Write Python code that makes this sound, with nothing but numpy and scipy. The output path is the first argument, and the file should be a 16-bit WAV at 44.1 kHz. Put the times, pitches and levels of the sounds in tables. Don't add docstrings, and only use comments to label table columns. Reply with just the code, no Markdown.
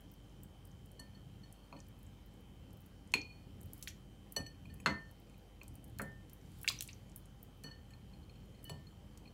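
import sys
import numpy as np
from scipy import signal
from scipy.fft import rfft, irfft
from scipy.io import wavfile
from scipy.ndimage import uniform_filter1d

SR = 44100
rng = np.random.default_rng(int(sys.argv[2]) if len(sys.argv) > 2 else 0)


def generate_wav(signal):
    frames = np.transpose(np.atleast_2d(signal))
    scaled = np.clip(frames, -1, 1) * 32767
    pcm = np.round(scaled).astype(np.int16)
    wavfile.write(sys.argv[1], SR, pcm)


def amplitude_ratio(level_db):
    exponent = np.asarray(level_db, float) / 20
    return 10 ** exponent


N = 411453


def evened(x):
    return x / np.sqrt(np.mean(x ** 2) + 1e-20)


def read(points, hz):
    f, value = np.transpose(points)
    return np.interp(np.log(hz + 1), np.log(f + 1), value)


def add(mix, s, sound):
    part = mix[max(round(s * SR), 0):][:len(sound)]
    part += sound[:len(part)]


def swells(t, rows):
    return sum(db * np.exp(-((t - s) / half) ** 2) for s, db, half in rows)


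def blow(hz, cycles):
    u = np.arange(int(2 * cycles * SR / hz) + 8) * hz / SR / cycles - 1
    wave = np.exp(-8 * u ** 2) * np.sin(2 * np.pi * cycles * u)
    return wave / abs(wave).max()


def ring(hz, modes, lift_db, factor, rise=0.0001, rock_db=7.5):
    db, t60 = np.transpose(modes)[:, :, None]
    length_s = np.clip(0.6 * t60.max() * factor, 0.05, 0.4)
    t = np.arange(int(SR * length_s)) / SR
    start = rng.random((len(db), 1))
    jolts = rng.standard_normal((len(db), 50))
    rocking = uniform_filter1d(np.repeat(jolts, 441, 1), 441, 1)[:, :len(t)]
    flutter_db = rock_db * rocking * np.minimum(t / 0.03, 1)
    decay_db = 60 * t / (t60 * max(factor, 0.05))
    level_db = db + np.reshape(lift_db, (-1, 1)) - decay_db + flutter_db
    phase = 2 * np.pi * (np.reshape(hz, (-1, 1)) * t + start)
    return (amplitude_ratio(level_db) * np.sin(phase)).sum(0) * (1 - np.exp(-t / rise))


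def air():
    # f/Hz, level/dB per Hz
    noise_spectrum = [(15, -33), (30, -6.5), (65, -0.5), (192, -5), (389, -13), (687, -19), (1830, -27.5),
                      (3100, -28.5), (3800, -31.5), (8000, -36), (15650, -39.5), (15950, -61), (16600, -51)]
    # f/Hz, width/Hz, level/dB
    room_modes = [(53, 5.2, -9), (89.8, 9, 9), (118.5, 18.7, 12.5), (187.7, 29, 6.5), (292, 46, 4.5),
                  (501, 43, 4.5), (797, 22, 7.5)]
    # t/s, swell/dB
    footfalls = [
        (1.43, 0.5),
        (2.75, 3),
        (3.53, 4.5),
        (4.7, 4.5),
        (5.05, 0.5),
        (5.72, 0),
        (6.0, 4),
        (7.12, 0),
    ]
    # t/s, swell/dB, half length/s
    sleeve = [
        (3.8, 4.5, 0.14),
        (6.7, 9, 0.24),
        (6.813, 0, .05),
        (8.723, 2.5, 0.11),
    ]
    frames, hz = N // 512 + 6, np.fft.rfftfreq(2048, 1 / SR)
    real, imaginary, patches = rng.standard_normal((frames, len(hz), 3)).T
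    patches = evened(uniform_filter1d(uniform_filter1d(patches, 20, 0), 8, 1))
    modes_db = sum(db / (1 + (2 * (hz - f) / width) ** 2) for f, width, db in room_modes)
    t = np.arange(frames) * 512 / SR
    lull = (5.44, -4.5)  # t/s, swell/dB
    steps = [row + (0.11,) for row in footfalls + [lull]]
    low = 1 / (1 + (hz / 320) ** 4)
    high = 1 / (1 + (2500 / (hz + 1)) ** 2)
    swell_db = np.outer(low, swells(t, steps)) + np.outer(high, swells(t, sleeve) - 0.6)
    level_db = (read(noise_spectrum, hz) + modes_db)[:, None] + swell_db + 1.4 * patches
    z = (real + 1j * imaginary) * amplitude_ratio(level_db)
    return amplitude_ratio(-56) * evened(signal.istft(z, nperseg=2048, noverlap=1536)[1][:N])


def compressor():
    # f/Hz, level/dB
    casing = [(2700, -30), (2950, -10), (3005, -6), (3054, 0), (3150, -2.5), (3230, -12), (3350, -17),
              (3600, -30)]
    # t/s, shift/Hz, half length/s
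    casing_drift = [(0.05, 45, .2), (1.45, 50, .6)]
    # t/s, level/dB, half length/s
    even_slaps = [(4.85, -9, 2.5)]
    shaft_hz = 49.27
    t, orders = np.arange(N) / SR, np.arange(56, 70)
    slow = t[::512]
    turns = shaft_hz * t
    odd_db, shift_hz = swells(slow, even_slaps), swells(slow, casing_drift)
    odd_turns = 0.09 + swells(t, [(5.3, 0.13, 3.0)])
    buzz = np.zeros(N)
    for k, (start, rate, lag) in zip(orders, rng.random((len(orders), 3))):
        drift_db = 2 * np.sin(2 * np.pi * (0.4 * rate * slow + lag))
        order_db = read(casing, k * shaft_hz - shift_hz) + k % 2 * odd_db + drift_db
        phase = 2 * np.pi * (k * turns + k % 2 * odd_turns + 0.08 * start)
        buzz += np.interp(t, slow, amplitude_ratio(order_db)) * np.cos(phase)
    waver_db = 0.9 * evened(uniform_filter1d(rng.standard_normal(N), 3000)) + swells(t, [(1.3, 2, 0.9)])
    hum = amplitude_ratio(-59.0) * np.sin(2 * np.pi * turns)
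    return amplitude_ratio(-77.2 + waver_db) * evened(buzz) + hum


def kitchen(x):
    # f/Hz, t60/s
    reverberation = [(150, 0.3), (600, 0.29), (2000, 0.24), (5000, 0.24), (12000, 0.18)]
    taps = np.zeros(SR // 2)
    at = np.arange(80, len(taps) - 20, 20)
    taps[at + rng.integers(0, 20, len(at))] = rng.choice([-1., 1.], len(at))
    hz, t, z = signal.stft(taps, SR, nperseg=256)
    decay = amplitude_ratio(-60 * t / read(reverberation, hz)[:, None])
    tail = signal.istft(z * decay, SR, nperseg=256)[1]
    return signal.fftconvolve(x, tail / np.linalg.norm(tail))[:N]


def knocks():
    # t/s, peak level/dB, blow pitch f/Hz, worktop ring/dB
    blows = [(0.997, -51.5, 760, 1), (1.7271, -42, 890, -5.5), (3.1406, -37, 980, -14),
             (3.152, -33.5, 323, -18), (3.47, -49.5, 278, 0), (4.368, -36.5, 510, -6),
             (4.401, -39.5, 203, -16), (4.8606, -16.5, 1470, -14.5), (4.8758, -31, 267, -5.5),
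             (5.615, -52.5, 1000, -5.5), (4.89, -48, 75, -30), (4.384, -45.5, 75, -30),
             (5.997, -31.5, 1330, -11), (6.012, -38, 557, -7), (7.644, -48, 383, 3),
             (8.697, -42.5, 840, -5.5), (8.703, -46, 378, -3), (8.711, -41, 139, -7)]
    # f/Hz, level/dB, t60/s
    worktop = [(140, -4, .3), (205, -4, .3), (269, -4, .3), (330, -16, .25), (412, -10, .2), (538, -4, .22),
               (660, -12, .25), (830, -11, .15), (969, -7, .2), (1320, -11, .15), (1508, -12, .15),
               (2056, 10, .22), (2309, -16, .2)]
    out, modes = np.zeros(N), np.array(worktop)
    mode_hz = modes[:, 0]
    for s, db, hz, ring_db in blows:
        add(out, s - 0.7 / hz, amplitude_ratio(db) * blow(hz, 1.8))
        reach_db = -12 * np.log2(1 + (mode_hz / (1.7 * hz)) ** 2)
        reach_db -= 4 * np.log2(1 + (0.1 * hz / mode_hz) ** 2)
        reach_db -= 6 * (mode_hz > 1900) * np.log2(1 + (mode_hz / (1.6 * hz)) ** 6)
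        add(out, s, ring(mode_hz, modes[:, 1:], db + ring_db - 4 + reach_db, 0.75))
    return out


def lower_dish():
    # t/s, first modes peak level/dB, then second, third and high modes relative level/dB
    clacks = [(1.726, -50, -7, -13, -28), (1.789, -57.5, -15, 0, -12), (3.139, -19.5, -9.5, -13.5, -23.5),
              (4.367, -46, -15, -20, -25), (4.6539, -47, -23, -37, -27), (4.801, -50, -24, -4, -8),
              (4.86, -43, 11.5, 11, -4.5), (5.341, -57, -12, -22, -22), (5.6144, -44.5, -18.5, -28, -37),
              (5.986, -56, 3, -12, 1), (6.0184, -56, -1, -1, 5), (7.642, -54, -11, -20, -25),
              (7.9054, -60.5, -13, 2, -4), (7.9352, -56.5, 0, -7, -23), (8.134, -59, -1, -20, -23),
              (8.2284, -72, 8, -1, -9), (8.295, -57, -0.5, -6, -23), (8.3554, -61, -4, -6, -14),
              (8.6956, -48, -16, -15, 0), (8.8684, -63.5, 10, 1, -18), (9.2557, -52, -12, -26, -31),
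              (9.276, -56.5, 0, -25, -25), (1.765, -57, -10, -20, -23), (4.408, -51, -15, -25, -25),
              (4.4635, -55, -10, -20, -20), (4.545, -63, -8, -20, -25), (4.76, -64, -9, -21, -25),
              (5.269, -63, -10, -20, -25), (5.296, -61, -10, -15, -20), (7.688, -58, -8, -15, -25),
              (8.4, -70, 1, -8, -20), (8.436, -70, 2, -10, -20), (8.548, -64, -1, -2, -20),
              (8.59, -66, 1, -8, -20)]
    mode_hz = [1020, 2290, 2406, 2471, 2462, 2610, 4250, 4325, 4285, 6660, 6750, 7900, 8950, 10010, 11560,
               12340, 13170, 14900, 2432, 2447, 2497, 4027, 4221, 4362, 5120, 7117]
    # level/dB, t60/s
    modes = [(-8, .04), (-7, .05), (-18, .33), (0, .07), (-21, .55), (-8, .06), (-23, .55), (-21, .55),
             (4, .08), (0, .045), (-24, .35), (0, .1), (-10, .07), (-1, .1), (-10, .07), (-4, .08),
             (-10, .06), (-6, .06), (-25, .6), (-29, 1.2), (-25, .5), (-24, .25), (-22, .5), (-24, 1.2),
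             (-24, .2), (-14, .15)]
    out = np.zeros(N)
    group = np.digitize(mode_hz, [3500, 5000, 7000])
    long_ringing = np.array(modes)[:, 1] > 0.3
    for s, db, second_db, third_db, high_db in clacks:
        force_db = db + max(second_db, 0)
        lift_db = db + np.array([0, second_db, third_db, high_db])[group]
        lift_db = lift_db + 0.24 * (force_db + 22) * long_ringing
        factor = 0.41 + 0.002 * (force_db + 59)
        rise_s = 0.002 * amplitude_ratio(-0.5 * (db + 63.5))
        add(out, s, ring(mode_hz, modes, lift_db, factor, rise_s, 6.5))
    return out


def upper_dish():
    # t/s, third mode peak level/dB, then first and second modes relative level/dB, ring factor
    clinks = [(0.993, -54, -9, -22, 0.83), (1.1482, -67, -11, -27, 0.9), (1.4336, -63, -13, -18, 0.88),
              (1.55, -77, -20, -25, 1.1), (1.587, -75, -20, -25, 0.8), (4.89, -53, -25, -32, 1.3),
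              (7.66, -59, -5, -11, 1.4), (1.634, -74, -16, -22, 1.2), (1.7639, -65.5, -10, -16, 0.88),
              (4.363, -35, -14, -22, 0.74), (4.4631, -47.5, -13, -18.5, 0.55),
              (4.6997, -63.5, -3, -16, 0.51), (7.6396, -54.5, -7.5, -16, 1.34),
              (7.7123, -57.5, -5.5, -14, 0.67), (7.9045, -77, 4, -6, 0.73), (8.6499, -64.5, -10, -3, 1.5),
              (8.6972, -56, -9, -6, 0.95)]
    shaken = [
        (4.875, -54, 13, -28, 1.3),
        (6.014, -69, 19, -16, 1.3),
        (8.7, -80, 19, -18, 1.35),
    ]
    mode_hz = [1799, 2974, 4372, 4392, 5976, 7773, 8985, 9727, 11885, 13170, 14220]
    # level/dB, t60/s
    modes = [(-13, 0.3), (0.5, 0.23), (7, 0.078), (-9.5, 0.26), (-4.5, 0.13), (-4, 0.075), (-41, .1),
             (-19, 0.18), (-19, 0.17), (-23, .06), (-21, .1)]
    out = np.zeros(N)
    group = np.digitize(mode_hz, [2200, 3500, 5000])
    for rows, rise_s, rock_db in ((clinks, 0.0015, 4.5), (shaken, 0.035, 1.2)):
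        for s, db, first_db, second_db, factor in rows:
            high_db = 3 + 0.3 * (db + 35)
            lift_db = db + np.array([first_db + 19.0, second_db + 12.5, 0, high_db])[group]
            add(out, s, ring(mode_hz, modes, lift_db, factor, rise_s, rock_db))
    return out


def smacks():
    # t/s, peak level/dB, centre f/Hz, t60/s
    wet_smacks = [(3.142, -37.5, 2540, 0.11), (4.866, -35, 2980, 0.1), (6.6765, -34, 6500, 0.048),
                  (6.738, -53.5, 3100, 0.56), (3.838, -52, 9400, .04), (3.874, -32, 2800, 0.037),
                  (5.9961, -32.5, 1380, 0.071), (6.018, -45, 10000, 0.018), (6.6314, -32, 13000, 0.014),
                  (6.6449, -32.5, 1590, 0.024), (6.677, -25, 2960, 0.026), (6.838, -48, 10200, 0.023),
                  (3.899, -51, 6000, 0.032), (4.366, -43.5, 995, 0.14), (6.722, -55, 3500, 0.081),
                  (7.64, -60, 1010, 0.77)]
    face_slaps = [
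        (3.138, -30, 4700, 0.024),
        (3.8254, -38, 7200, 0.051),
        (4.365, -31, 5700, 0.012),
        (4.86, -25, 1700, 0.055),
        (5.986, -41, 8900, 0.023),
        (6.8078, -25, 5300, 0.014),
        (6.8231, -29.5, 10700, 0.022),
        (7.637, -43, 6040, 0.022),
        (8.695, -43.5, 4000, 0.025),
    ]
    spatter = [(3.875, -43.5, 11600, 0.065), (3.88, -38, 6150, 0.056), (3.897, -58, 3000, 0.04),
               (5.633, -50, 14000, .02), (5.986, -45, 14600, 0.017), (6.018, -51, 14000, 0.025),
               (6.683, -28, 6900, 0.037), (6.687, -18.5, 4000, 0.028), (6.695, -41, 8400, 0.018),
               (6.696, -36, 15500, .018), (6.685, -38, 12300, .03), (6.68, -35, 7300, 0.027),
               (6.7017, -31.5, 1030, 0.017), (6.8878, -45, 2370, 0.068), (6.887, -49, 4100, 0.088),
               (9.178, -56, 13100, .02), (6.677, -20.5, 2480, 0.023)]
    out, t, hz_axis = np.zeros(N), np.arange(4096) / SR, np.fft.rfftfreq(4096, 1 / SR)
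    rows = [row + (1.06,) for row in wet_smacks]
    rows += [row + (2.06 + 0.35 * np.log2(row[2] / 5000),) for row in face_slaps]
    rows += [row + (0.49,) for row in spatter]
    for s, db, hz, t60, octaves in rows:
        clumping_db = 3.5 * np.minimum(rng.exponential(1, 4096), 4)
        snaps = rng.standard_normal(4096) * amplitude_ratio(clumping_db)
        snaps[30] += 14
        band = np.exp(-0.5 * (np.log2((hz_axis + 1) / hz) / (0.5 * octaves)) ** 2)
        burst = evened(irfft(rfft(snaps) * band))
        add(out, s, amplitude_ratio(db - 6 - 60 * t / t60) * burst * (1 - np.exp(-t / 0.0005)))
    return out


def ticks():
    # t/s, peak level/dB, centre f/Hz
    film_ticks = [(0.0074, -48.5, 12600), (0.1156, -44, 15100), (0.1381, -48, 15000),
                  (0.4327, -38, 13900), (0.6524, -45.5, 11100), (0.6724, -49, 14300),
                  (0.859, -48.5, 11200), (0.916, -46, 11100), (0.9977, -35.5, 9300), (1.5253, -41, 10200),
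                  (1.8025, -44, 6360), (1.8841, -47, 14100), (1.9894, -53, 12100), (2.03, -48, 12400),
                  (2.2613, -48, 15400), (2.3386, -57, 10600), (2.4074, -56, 13500), (2.7307, -47, 12500),
                  (2.7711, -49, 14700), (2.805, -47, 15200), (2.861, -47, 12500), (3.0746, -51.5, 8300),
                  (7.0963, -51, 7730), (7.117, -52, 6590), (7.1603, -31, 12200), (7.1765, -40, 14200),
                  (7.2564, -48, 9400), (7.429, -35.5, 14700), (7.5737, -54, 15600), (8.6424, -34, 13100),
                  (0.0987, -58, 6000), (0.2952, -60, 6000), (1.8672, -57, 8030), (2.8155, -49, 15400),
                  (5.2185, -61, 3500), (5.3946, -60, 4000), (5.641, -57, 4200), (6.118, -60, 7500),
                  (6.4135, -58, 5780), (6.4594, -58, 6400), (6.5177, -52, 9500),
                  (3.6126, -43, 12000), (3.631, -43, 11500), (3.658, -45, 14300), (3.733, -32.5, 11800),
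             (3.7783, -44, 13000), (3.7924, -46, 15600), (4.3224, -32, 12400), (4.7404, -42.5, 11700),
             (4.8734, -39, 7870), (5.1118, -48, 11900), (5.1995, -51, 14000), (5.2975, -55, 8880),
             (5.3797, -48, 15600), (5.6323, -46, 7460), (5.68, -39, 10100), (5.7399, -50, 15200),
             (5.7537, -42, 11200), (5.842, -42, 11000), (5.8785, -50, 12900), (5.8975, -54, 10700),
             (5.9865, -40.5, 7800), (6.017, -33, 10000), (6.332, -38, 13900), (6.5865, -48, 12600),
             (6.6144, -39, 12500), (6.695, -30, 8640), (6.7214, -40, 6400), (6.7615, -53, 6100),
             (6.8761, -35, 9000), (3.8112, -45, 15500), (6.659, -53, 9500), (6.7216, -41, 11900),
             (6.7505, -49, 8500), (6.7625, -50, 12500), (6.787, -54, 12000), (6.8385, -45, 10000),
             (6.909, -50, 7000), (6.944, -56, 13000)]
    # t/s, peak level/dB, f/Hz, cycles
    plips = [(0.1381, -64, 5940, 5.6), (0.4337, -49.5, 8000, 5.7), (0.7138, -59, 6340, 6),
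             (1.802, -51, 5780, 3.5), (2.0652, -54, 7840, 3.3), (2.7062, -54, 7260, 1.2),
             (3.119, -44, 6740, 0.64), (3.215, -40.5, 5650, 2.3), (3.607, -52, 7860, 2.6),
             (3.8255, -41, 6100, 3.4), (6.2964, -44, 6950, 0.32), (6.787, -37, 5900, 8.8),
             (6.9303, -42, 6160, 3.4), (8.4567, -59, 11300, 1.7), (8.6298, -52, 11000, 1.6),
             (9.1745, -43.5, 7000, 1)]
    out, t = np.zeros(N), np.arange(900) / SR
    short_snaps = [row + (1.5,) for row in film_ticks]
    for s, db, hz, cycles in short_snaps + plips:
        snap = blow(hz, 1.7 * cycles)
        fizz = rng.standard_normal(len(t)) * amplitude_ratio(-16 - 60 * t / 0.022)
        add(out, s + 0.00056, amplitude_ratio(db) * snap)
        add(out, s + 0.0013, amplitude_ratio(db) * np.convolve(snap, fizz) / np.linalg.norm(snap))
    return out


def scene():
    tick, smack, dish, knock = ticks(), smacks(), upper_dish() + lower_dish(), knocks()
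    wet = kitchen(amplitude_ratio(-11.5) * tick + amplitude_ratio(-9.0) * smack + amplitude_ratio(-11.5) * dish + amplitude_ratio(-2.0) * knock)
    return (tick + smack + dish + knock + wet + air() + compressor())[None]


def band_limit(x):
    return signal.sosfilt(signal.butter(12, 16650, fs=SR, output="sos"), x)


def record(dry):
    cut = signal.sosfilt(signal.butter(4, 38, "highpass", fs=SR, output="sos"), dry)
    edge = signal.firwin(255, 16250, window=("kaiser", 9), fs=SR)
    mix = signal.oaconvolve(cut, edge[None], "same")
    return band_limit(mix)


dry = scene()
out = record(dry)
generate_wav(out)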